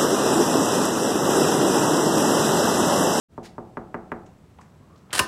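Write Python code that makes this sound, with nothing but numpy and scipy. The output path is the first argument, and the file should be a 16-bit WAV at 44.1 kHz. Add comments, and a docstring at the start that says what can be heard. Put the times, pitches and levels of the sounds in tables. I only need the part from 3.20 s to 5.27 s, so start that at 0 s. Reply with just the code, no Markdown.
"""Knocking on a corridor door

Knuckles rap five times on a wooden door, over low ventilation. Each rap sends the same bending
wave through the panel, which rings on in the corridor. Something brushes softly among the raps.
Faint taps follow and the handle rubs as it turns; then the latch grinds back and lets go with a
loud clunk that jolts the door."""
import sys
import numpy as np
from scipy import signal
from scipy.fft import rfft, irfft
from scipy.io import wavfile
from scipy.ndimage import uniform_filter1d

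SR = 44100
rng = np.random.default_rng(int(sys.argv[2]) if len(sys.argv) > 2 else 0)


def transcribe(signal):
    """Save signal, clipped to [-1, 1], as a 16-bit WAV file at the path in sys.argv[1]."""
    frames = np.atleast_2d(signal).T
    limited = np.clip(frames, -1, 1)
    pcm = np.round(limited * 32767).astype(np.int16)
    wavfile.write(sys.argv[1], SR, pcm)


N = 91375
T, HZ = np.arange(N) / SR, np.fft.rfftfreq(2 * N, 1 / SR)


def amp(db):
    """Decibels to gain."""
    return 10 ** (np.asarray(db) / 20)


def read(points, hz):
    """Interpolates a table on a log-frequency axis."""
    table_hz, value = np.transpose(points)
    return np.interp(np.log(hz + 1), np.log(table_hz + 1), value)


def causal(db):
    """Minimum-phase response with the given gain curve."""
    log_gain = np.log(amp(db))
    mirrored = np.r_[log_gain, log_gain[-2:0:-1]]
    return np.exp(np.conj(signal.hilbert(mirrored)))[:N + 1]


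def through(x, response):
    """Filters by a frequency response."""
    return irfft(rfft(x, 2 * N) * response)[:N]


def colour(x, spectrum):
    """Filters by a table of Hz and dB."""
    return through(x, causal(read(spectrum, HZ)))


def convolve(x, response):
    """Plays x through an impulse response."""
    return signal.fftconvolve(x, response)[:N]


def click(start_s, db=0):
    """One impulse."""
    return amp(db) * (np.arange(N) == round(start_s * SR))


def decay(t60_s, t=T):
    """Exponential fall, 60 dB in t60_s."""
    return np.exp(-np.log(1000) * t / np.maximum(t60_s, 1e-3))


def ring(modes):
    """Decaying sines, radiated with alternating sign."""
    return sum((-1) ** k * amp(db) * decay(t60_s) * np.sin(2 * np.pi * hz * T)
               for k, (hz, db, t60_s) in enumerate(modes))


def crack(t60_s, rise_s=1e-4):
    """Dense, quickly dying modes with an even spectrum and unit energy."""
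    envelope = decay(t60_s) * np.minimum(T / rise_s, 1)
    burst = rng.standard_normal(N) * envelope
    for _ in range(3):
        spectrum = rfft(burst, 2 * N)
        whitened = irfft(spectrum / (abs(spectrum) + 1e-12))[:N]
        burst = whitened * np.minimum(2 * envelope, 1)
    return burst / np.linalg.norm(burst)


def bending_wave(start_s, travel_1khz_s, fastest_hz=16000):
    """An impulse after crossing the panel: the lows lag behind the fastest treble."""
    lag_cycles = travel_1khz_s * np.sqrt(1000 * HZ) * (2 - np.sqrt(np.minimum(HZ / fastest_hz, 1)))
    return through(click(start_s), np.exp(-2j * np.pi * lag_cycles))


# Each row: frequency in Hz, level in dB.
AIR_SPECTRUM = [(20, -68), (45, -40.5), (78, -29.5), (150, -30), (300, -39), (600, -47), (1100, -52),
                (2200, -60.5), (4500, -66.5), (7500, -68.5), (11000, -74), (16000, -78)]


def ventilation(whine_hz=7800, half_width_hz=62, whine_db=-66.5):
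    """Low steady rush with a thin whine."""
    whine = amp(whine_db) / (1 + ((HZ - whine_hz) / half_width_hz) ** 2)
    return through(rng.standard_normal(N), amp(read(AIR_SPECTRUM, HZ)) + whine)


# Each row: frequency in Hz, T60 in seconds.
CORRIDOR_DECAY = [(80, .7), (250, .55), (700, .55), (1400, .42), (2500, .31), (6000, .25), (14000, .15)]


def corridor(rise_s=0.0095):
    """Diffuse tail of unit energy; the treble dies first."""
    hz, t, noise = signal.stft(rng.standard_normal(N), SR, nperseg=512)
    t60_s = read(CORRIDOR_DECAY, hz)[:, None]
    tail = signal.istft(noise * decay(t60_s, t), SR)[1][:N]
    tail *= np.minimum(T / rise_s, 1) ** 2
    power = uniform_filter1d(abs(rfft(tail, 2 * N)) ** 2, size=600)
    return through(tail, 1 / np.sqrt(power))


# Each row: frequency in Hz, level in dB.
BRUSH_SPECTRUM = [(300, -63), (1500, -38), (3000, -42.5), (4500, -41), (7000, -45.5), (10000, -53.5),
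                  (16000, -66)]


def brush(room, start_s=0.23, peak_s=0.26, end_s=0.28, grain_db=3, room_db=-6.5):
    """A short grainy swish, perhaps a sleeve, that swells and stops."""
    swell_db = np.interp(T, [start_s, peak_s, end_s], [-9.5, 0, -12.5])
    grains = rng.standard_normal(N) * amp(swell_db + grain_db * rng.standard_normal(N))
    swish = colour(grains * (T > start_s) * (T < end_s), BRUSH_SPECTRUM)
    return swish + amp(room_db) * convolve(swish, room)


# Hand friction on the handle. Each row: frequency in Hz, level in dB.
GRIP_SPECTRUM = [(100, -66), (450, -53), (900, -55), (1600, -64), (3000, -73), (8000, -90)]


def handle_rub(grip_s=1.5, turn_s=(1.6, 1.92), glide_hz=(1060, 1290), half_width_hz=110, rub_db=-41.5):
    """Dull friction of the grip, and one resonance that rises as the handle turns."""
    turn = np.interp(T, turn_s, [0, 1])
    phase = 2 * np.pi * np.cumsum(np.interp(T, turn_s, glide_hz)) / SR
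    friction = through(rng.standard_normal(N), 1 / (1 + (HZ / half_width_hz) ** 2))
    resonance = 2 * friction * np.cos(phase)
    swell = np.sqrt(abs(np.sin(np.pi * turn)))
    grip = colour(rng.standard_normal(N) * (T > grip_s), GRIP_SPECTRUM)
    return grip + amp(rub_db) * swell * resonance


# Each row: start in seconds, level in dB, centre in Hz, half-width in octaves.
FAINT_TAPS = [(1.061, -28, 6500, 0.28), (1.063, -27.5, 1980, 1.07), (1.386, -22.5, 2160, 0.71),
              (1.3845, -10, 540, .35), (1.386, -2, 930, 0.38), (1.411, -27.5, 5900, 0.64),
              (1.412, -15, 1300, .8), (1.759, -30, 3880, 0.71), (1.777, -32.5, 4970, 0.66),
              (1.896, -10, 650, .9), (1.906, -12, 2500, 0.67), (1.912, -11.5, 915, 1.4),
              (1.920, -9, 1490, 0.41)]


def taps(room, t60_s=0.074, room_db=-3.5):
    """Small contacts at the door and its handle."""
    out = np.zeros(N)
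    for start_s, db, centre_hz, octaves in FAINT_TAPS:
        band_db = -20 * np.log10(1 + (np.log2((HZ + 1) / centre_hz) / octaves) ** 4)
        contact = convolve(click(start_s, db), crack(t60_s))
        out += through(contact, causal(band_db))
    return out + amp(room_db) * convolve(out, room)


# Each row: start in seconds, level in dB.
BOLT_CATCHES = [(1.9283, -15), (1.9305, 0), (1.9525, -1), (1.962, -1.5), (1.981, 2)]


def stick_slip(start_s=1.929, end_s=1.989, slips_per_s=1000, slip_db=-10, spread_db=4):
    """Force of the sliding bolt: a few hard catches among many small, uneven slips."""
    times_s = np.arange(start_s, end_s, 1 / slips_per_s)
    force = sum(click(catch_s, db) for catch_s, db in BOLT_CATCHES)
    for slip_s, (jitter, size) in zip(times_s, rng.standard_normal((len(times_s), 2))):
        force += np.sign(jitter) * click(slip_s + 0.5 * jitter / slips_per_s, slip_db + spread_db * size)
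    return force


# Lock and handle. Each row: frequency in Hz, level in dB, T60 in seconds.
LOCK_MODES = [(957, -4, 0.19), (1014, -6.5, 0.49), (1029, 3, .25), (1236, 5, 0.13), (1546, 6, 0.08),
              (1804, 2, 0.14), (2525, -4, 0.095), (2866, -3, 0.043), (2866, 8.5, 0.076), (4240, -20, 0.053),
              (5200, -4, 0.084), (6760, -18, .1), (8730, -13, .05), (9400, -10, .07)]
# Sliding metal, clunk and the corridor's answer to both. Each row: frequency in Hz, gain in dB.
SLIDE_SPECTRUM = [(25, -50), (45, -13), (80, 2), (400, 0.5), (1000, 4.5), (1300, 0), (1750, 7),
                  (2200, -1.5), (2900, 8), (3500, 0), (4200, 0), (6500, -4.5), (8500, 1), (9400, 1),
                  (10200, -8), (11100, -5), (12400, -14.5), (16000, -20)]
CLUNK_SPECTRUM = [(25, -37), (100, 9.5), (450, 16.5), (750, 12), (1100, 25), (1350, 16.5), (1580, 23),
                  (2150, 12), (2780, 25.5), (3200, 13), (5000, 12.5), (7000, 9.5), (9000, 12.5),
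                  (11200, 10.5), (12400, 2.5), (16000, -4)]
LATCH_ROOM_SPECTRUM = [(80, 6.5), (400, 4), (1000, -3), (1700, -4.5), (2700, -10.5), (4000, -4),
                       (6000, -2.5), (9000, -7), (15000, -5)]


def latch(room, clunk_s=1.9911, slide_ring_db=-47.5, clunk_ring_db=-26, room_db=-5.5):
    """The bolt grinds back, then snaps free; both ring the lock."""
    lock = ring(LOCK_MODES)
    slips = stick_slip()
    scrape = colour(crack(t60_s=0.0173), SLIDE_SPECTRUM)
    slide = convolve(slips, scrape + amp(slide_ring_db) * lock)
    snap = bending_wave(clunk_s, travel_1khz_s=0.001987)
    impact = colour(crack(t60_s=0.072, rise_s=0.00084), CLUNK_SPECTRUM)
    clunk = convolve(snap, impact + amp(clunk_ring_db) * lock)
    direct = slide + clunk
    return direct + amp(room_db) * convolve(direct, colour(room, LATCH_ROOM_SPECTRUM))


# Each row: frequency in Hz, level in dB.
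JOLT_SPECTRUM = [(25, -49), (45, -5), (70, 24.5), (130, 17.5), (250, -2.5), (500, 11.5), (1000, 5.5),
                 (2500, -7)]


def jolt(start_s=1.998):
    """Low push as the door jolts in its frame."""
    return colour(click(start_s), JOLT_SPECTRUM)


# The panel's first wave and the corridor's answer. Each row: frequency in Hz, gain in dB.
PANEL_SPECTRUM = [(30, -16.5), (70, -1), (140, 1), (255, 2.5), (335, -3), (500, 1), (900, 1), (1300, -1),
                  (2200, 0), (4000, -4.5), (15000, -16)]
DOOR_ROOM_SPECTRUM = [(30, -5), (80, -2), (250, 1.5), (500, 1), (850, -0.5), (1400, -8), (2500, -11),
                      (8000, -25.5)]
# Each row: delay in seconds, linear gain.
EDGE_ECHOES = [(.0064, 0.72), (.0095, 0.37), (.0133, .08), (0.02, 0.1), (0.024, .12)]
# Each row: frequency in Hz, level in dB, T60 in seconds.
PANEL_MODES = [(78.5, -20.5, 0.75), (125, -18.5, 0.31), (185.4, -1, 0.48), (236.8, 3.5, 0.27),
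               (345.3, -0.5, 0.46), (401, -14, .35), (432.8, -3, 0.29), (549, -24, 0.41), (672, -3, 0.25),
               (745.5, -5, 0.56), (816, -17.5, 0.43), (883, -13, 0.46), (1077, -28, 0.27),
               (1143, -12, 0.11), (1193, 3, 0.12)]


def door(room, echo_cutoff_hz=2310, scatter_db=-4, modes_db=-45.5):
    """Response to a blow: a falling chirp, edge echoes, scattered waves, panel modes and the corridor."""
    echoes = sum(gain * np.exp(-2j * np.pi * HZ * delay_s) for delay_s, gain in EDGE_ECHOES)
    echoes *= -1j / (1 + (HZ / echo_cutoff_hz) ** 4)  # turned a quarter cycle and dulled
    wave = bending_wave(0, travel_1khz_s=0.002524)
    first_wave = colour(wave, PANEL_SPECTRUM)
    scattered = amp(scatter_db) * convolve(first_wave, crack(t60_s=0.035, rise_s=0.0017))
    ringing = amp(modes_db) * convolve(wave, ring(PANEL_MODES))
    reverb = convolve(wave, colour(room, DOOR_ROOM_SPECTRUM))
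    return through(first_wave, 1 + echoes) + scattered + ringing + reverb


# Each row: start in seconds, relative level in dB, low-pass corner in Hz.
KNUCKLE_RAPS = [(0.1776, -3.5, 1087), (0.3802, -3.5, 1184), (0.57, -1.7, 1520), (0.7426, -0.94, 1680),
                (.9175, -0.5, 1780)]


def knuckles(force_db=8.5, lowpass_order=4.8, skin_db=-30.5, skin_db_per_db=2.1):
    """Soft pushes, brighter when harder, each with a faint tick of skin that grows faster than the rap."""
    force = np.zeros(N)
    for start_s, db, corner_hz in KNUCKLE_RAPS:
        blow = click(start_s, db + force_db)
        force += through(blow, 1 / np.sqrt(1 + (HZ / corner_hz) ** (2 * lowpass_order)))
        force += amp(skin_db + skin_db_per_db * db) * convolve(blow, crack(t60_s=0.042))
    return force


def scene():
    """Mono mix; the raps and the latch's jolt drive the same door."""
    room = corridor()
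    blows = knuckles() + jolt()
    air = ventilation()
    knocks = convolve(blows, door(room))
    return (air + knocks + brush(room) + taps(room) + handle_rub() + latch(room))[None]


def record(dry):
    """Brief silence, a quick fade-in and a low-pass."""
    start_s, fade_s, cutoff_hz = 0.085, 0.047, 15900
    faded = dry * np.clip((T - start_s) / fade_s, 0, 1)
    lowpass = signal.firwin(511, cutoff_hz, window=("kaiser", 9), fs=SR)
    return signal.oaconvolve(faded, lowpass[None], "same")


dry = scene()
out = record(dry)
transcribe(out)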